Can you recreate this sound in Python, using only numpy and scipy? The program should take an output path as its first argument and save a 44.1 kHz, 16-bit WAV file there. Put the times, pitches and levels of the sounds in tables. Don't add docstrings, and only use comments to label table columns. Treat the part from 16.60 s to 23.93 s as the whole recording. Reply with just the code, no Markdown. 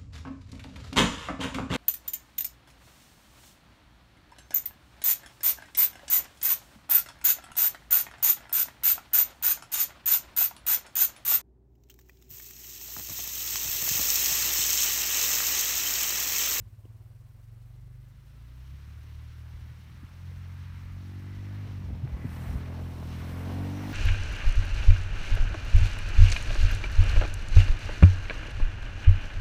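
import sys
import numpy as np
from scipy import signal
from scipy.fft import rfft, irfft, next_fast_len
from scipy.io import wavfile
from scipy.ndimage import uniform_filter1d

SR = 44100
rng = np.random.default_rng(int(sys.argv[2]) if len(sys.argv) > 2 else 0)


def undo_db(level):
    steps = np.asarray(level, float) / 20
    return 10 ** steps


def file_out(sig):
    cols = np.atleast_2d(sig).T
    lim = np.clip(cols, -1, 1)
    pcm = np.round(lim * 32767).astype(np.int16)
    wavfile.write(sys.argv[1], SR, pcm)


N = 323253

# time_s, corner_hz, left_above_db, brightness_db_per_octave (over 130 Hz), growl_db
GROUND_EFFECT = [(0, 111, -45, -6, -70.5), (1.5, 143, -24.5, -8, -71.5), (3.0, 148, -20.5, -3, -68.5),
                 (3.6, 186, -17.5, -9, -69), (4.1, 283, -23, -15.5, -68.5), (4.55, 376, -17, -4, -67.5),
                 (5.05, 402, -26.5, -7, -57.5), (5.5, 270, -14, -9.5, -56), (5.9, 270, -11, -5.5, -50),
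                 (6.6, 295, -16, -2, -51.5), (6.9, 285, -10.5, 1, -45.5), (7.33, 318, -1, 8.5, -50)]
# time_s, exhaust_db
ENGINE_LOAD = [(0, -46.5), (.85, -51), (1.4, -50), (1.55, -54.5), (1.8, -53), (2.45, -49.5), (3.0, -48),
               (3.27, -55), (3.38, -51.5), (3.5, -55), (3.65, -46.5), (4.55, -46.5), (5.0, -43),
               (5.5, -43.5), (5.72, -43.5), (5.9, -41.5), (6.08, -42.5), (6.22, -40.5), (6.32, -43.5),
               (6.8, -41.5), (7.0, -38.5), (7.24, -44.5), (7.33, -45)]
# time_s, rasp_over_roar_db, hiss_db
TREBLE_LEVEL = [(0, -4.5, -79), (1.26, -3.5, -80.5), (2.16, -4, -75.5), (5.16, -5.5, -74),
                (5.41, -5.5, -77), (5.64, -11, -70), (5.74, -8, -62), (5.92, -7, -62.5), (6.04, -8.5, -70),
                (6.42, -3, -66.5), (6.75, -8, -62), (6.9, -5, -63.5), (7.15, -6, -63.5), (7.33, -2.5, -61)]


def in_time(rows):
    time_s, *columns = np.transpose(rows)
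    t = np.arange(N) / SR
    return [np.interp(t, time_s, column) for column in columns]


def at_hz(points, hz):
    point_hz, level_db = np.transpose(points)
    return np.interp(np.log(hz), np.log(point_hz), level_db)


def rms_one(x):
    return x / np.sqrt(np.mean(x ** 2) + 1e-20)


def swell(peak_s, half_s):
    t = np.arange(N) / SR
    return np.exp(-((t - peak_s) / half_s) ** 2)


def drift(rate_hz):
    hop, settle = 40, 2000
    pole = np.exp(-2 * np.pi * rate_hz * hop / SR)
    white = rng.standard_normal(N // hop + settle + 2)
    slow = signal.lfilter([1], [1, -2 * pole, pole * pole], white)[settle:]
    return np.interp(np.arange(N) / hop, np.arange(len(slow)), rms_one(slow))


def coloured(spectrum, patchy_db, rate_hz):
    size = next_fast_len(N)
    hz = np.maximum(np.fft.rfftfreq(size, 1 / SR), 1)
    shaped = rfft(rng.standard_normal(size)) * undo_db(at_hz(spectrum, hz))
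    together = drift(rate_hz)
    out, low, top = 0, spectrum[0][0], spectrum[-1][0]
    while low < top:
        high = min(low * np.sqrt(2), top)
        band = irfft(shaped * ((hz >= low) & (hz < high)), size)[:N]
        flutter_db = patchy_db * (1.4 * together + drift(rate_hz))
        out = out + band * undo_db(flutter_db)
        low = high
    return rms_one(out)


def self_noise():
    # pitch_hz, level_db_per_hz (relative)
    hiss_colour = [(1500, -9), (5000, 1), (9000, 1.5), (10500, -2), (13000, 2), (15900, 3)]
    return undo_db(-79) * coloured(hiss_colour, patchy_db=1.5, rate_hz=30)


def wind():
    # pitch_hz, level_db_per_hz (relative)
    wind_colour = [(20, -30), (30, -14), (45, -3), (65, 0), (100, -7), (150, -12), (220, -19), (320, -30)]
    # peak_s, half_s, level_db
    gusts = [(0, 0.027, -49), (2.304, 0.25, -56), (3.294, 0.35, -53.5), (4.25, 0.72, -52),
             (5.407, 0.2, -39.5), (5.856, 0.22, -41), (6.6, .3, -45.5), (7.32, 0.026, -35)]
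    breeze_db = -60
    level = undo_db(breeze_db)
    for peak_s, half_s, level_db in gusts:
        level = level + undo_db(level_db) * swell(peak_s, half_s)
    return level * coloured(wind_colour, patchy_db=2.0, rate_hz=8)


def thumps():
    # peak_s, peak_db, pitch_hz, half_ms
    knocks = [(.2542, -59, 2900, 0.91), (0.255, -42, 300, 1.4), (3.113, -41, 120, 10),
              (3.195, -49, 188, 11), (3.435, -39.5, 238, 4), (3.447, -33, 65.4, 3.8),
              (3.715, -55, 486, 3.5), (5.08, -33, 117, 11), (5.309, -32.5, 230, 1.6),
              (5.336, -31.5, 58, 27), (5.446, -22.5, 122, 10.3), (5.454, -35.5, 290, 2.5),
              (5.476, -40, 1790, 0.41), (5.542, -24, 62.4, 17), (5.6461, -43.5, 393, 5.1),
              (5.6537, -30, 240, 7.2), (5.654, -22, 108, 8.1), (5.903, -31, 69.6, 8.8),
              (5.946, -33, 196, 4.3), (5.958, -21, 71.4, 12), (6.428, -30, 596, 0.5)]
    t, out = np.arange(N) / SR, 0
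    for peak_s, peak_db, hz, half_ms in knocks:
        wave = np.cos(2 * np.pi * hz * (t - peak_s))
        out = out + undo_db(peak_db) * swell(peak_s, half_ms / 1000) * wave
    return out


def whistles():
    # peak_s, half_s, pitch_hz, level_db
    spells = [(4.77, .12, 1990, -65), (5.66, .15, 2000, -65), (7.187, .08, 5880, -64),
              (7.27, .1, 5300, -71)]
    width = 0.037
    out = 0
    for peak_s, half_s, hz, level_db in spells:
        edges_hz = [hz * (1 - width / 2), hz * (1 + width / 2)]
        resonance = signal.butter(1, edges_hz, "band", fs=SR, output="sos")
        breath = rms_one(signal.sosfilt(resonance, rng.standard_normal(N)))
        out = out + undo_db(level_db) * swell(peak_s, half_s) * breath
    return out


def whine(firing_phase):
    # peak_s, half_s, multiple_of_firing_rate, level_db
    spells = [(1.95, .3, 9, -72), (5.2, .5, 10, -75), (6.05, .22, 10, -57), (7.0, .38, 10, -56.5)]
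    tone = 0
    for peak_s, half_s, multiple, level_db in spells:
        tone = tone + undo_db(level_db) * swell(peak_s, half_s) * np.cos(multiple * firing_phase)
    waver_db = 2.2 * drift(6.0)
    return np.sqrt(2) * undo_db(waver_db) * tone


def snow_hiss():
    # pitch_hz, level_db_per_hz (relative)
    hiss_colour = [(4000, -2.5), (6500, -6), (8500, 0), (10500, -3), (12500, -1), (15500, -0.5)]
    _, hiss_db = in_time(TREBLE_LEVEL)
    return undo_db(hiss_db) * coloured(hiss_colour, patchy_db=0.7, rate_hz=85)


def roar(firing_phase):
    # pitch_hz, level_db_per_hz (relative)
    roar_colour = [(600, -35), (900, -2), (1350, 1), (1700, 0), (1900, -1.5), (2020, 0), (2150, -1.5),
                   (2600, -5), (3300, -15), (4500, -26)]
    # pitch_hz, level_db_per_hz (relative)
    rasp_colour = [(1800, -24), (2800, 0), (3300, -2.5), (4200, -3), (4900, -8), (5250, -5.5), (5550, -6),
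                   (5830, -6.5), (6200, -8.5), (8500, -25.5)]
    # time_s, roar_db
    roar_level = [(0, -77), (1.26, -75), (2.16, -65), (3.4, -63.5), (3.8, -61.5), (4.53, -61.5),
                  (4.98, -58.5), (5.16, -59), (5.41, -62.5), (5.67, -54.5), (6.08, -55.5), (6.35, -59),
                  (6.44, -58), (6.52, -53), (7.15, -53), (7.33, -49.5)]
    roar_db, = in_time(roar_level)
    rasp_db, _ = in_time(TREBLE_LEVEL)
    noise = coloured(roar_colour, patchy_db=0.55, rate_hz=3.9)
    noise = noise + undo_db(rasp_db) * coloured(rasp_colour, patchy_db=0.71, rate_hz=22)
    return undo_db(roar_db) * noise * (1 + 0.072 * np.cos(firing_phase - 4.5))


def growl(firing_phase):
    # pitch_hz, level_db_per_hz (relative)
    growl_colour = [(150, 5.5), (250, -4.5), (330, -2), (420, -4.5), (550, -5), (700, -6), (900, -9),
                    (1150, -10), (1600, -55)]
    growl_db = in_time(GROUND_EFFECT)[-1]
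    noise = coloured(growl_colour, patchy_db=1.0, rate_hz=10)
    return undo_db(growl_db) * noise * (1 + 0.25 * np.cos(firing_phase - 4.5))


def crank(firing_phase, firings_per_s):
    # firings_per_s, over_exhaust_db
    beat_level = [(16, -25), (19, -15), (22.5, -3), (25, 0), (30, 6), (42, 4), (50, 6.5)]
    beat = np.cos(2 * firing_phase - 4.5)
    surge = undo_db(-13) * np.cos(firing_phase - 3.6)
    level_db = in_time(ENGINE_LOAD)[0] + at_hz(beat_level, firings_per_s)
    return np.sqrt(2) * undo_db(level_db) * (beat + surge)


def exhaust(firing_phase, firings_per_s):
    # pitch_hz, level_db
    silencer = [(30, -8), (60, -9.5), (85, -6), (115, 4), (150, -0.5), (200, -3.5), (270, -3), (330, -6.5),
                (400, -12.5), (520, -14), (700, -14.5), (850, -13), (1000, -20), (1150, -37)]
    steepness = 18.4
    corner_hz, left_db, bright_db, _ = in_time(GROUND_EFFECT)
    exhaust_db, = in_time(ENGINE_LOAD)
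    out = 0
    for order in range(3, 24):
        hz = order * firings_per_s
        below = undo_db(bright_db * np.log2(np.maximum(hz / 130, 1)))
        cut_power = below ** 2 / (1 + (hz / corner_hz) ** (2 * steepness))
        ground = np.sqrt(cut_power + undo_db(left_db) ** 2)
        waver_db = 0.2 * min(order, 14) * drift(5)
        wander = 0.0025 * order ** 2 * drift(4)
        lag = 1.5 * order * np.log(order)
        level = undo_db(exhaust_db + at_hz(silencer, hz) + waver_db) * ground
        out = out + level * np.cos(order * firing_phase - lag + wander)
    return out


def scene():
    # time_s, firings_per_s
    engine_speed = [(0.0, 15.8), (0.43, 19.4), (0.92, 22.8), (1.55, 25.2), (1.86, 29.3), (2.3, 36.7),
                    (2.43, 37.5), (3.0, 39.1), (3.22, 39.1), (3.33, 40.2), (3.45, 42.3), (3.67, 44.4),
                    (4.14, 44.7), (4.41, 46.0), (5.0, 50.2), (5.25, 45.8), (5.52, 39.8), (6.27, 43.4),
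                    (6.45, 40.4), (7.21, 49.0), (7.33, 50.1)]
    firings_per_s = uniform_filter1d(in_time(engine_speed)[0], size=SR // 25)
    firing_phase = 2 * np.pi * np.cumsum(firings_per_s) / SR - 3.3
    surroundings = wind() + thumps()
    noises = whistles() + snow_hiss() + roar(firing_phase) + growl(firing_phase)
    tones = whine(firing_phase) + crank(firing_phase, firings_per_s) + exhaust(firing_phase, firings_per_s)
    return (surroundings + noises + tones)[None]


def low_pass(x):
    return signal.sosfilt(signal.butter(12, 15970, fs=SR, output="sos"), x)


def record(dry):
    hissy = dry + self_noise()
    bass_cut = signal.butter(2, 30, "high", fs=SR, output="sos")
    heard = signal.sosfilt(bass_cut, hissy)
    return low_pass(heard)


dry = scene()
out = record(dry)
file_out(out)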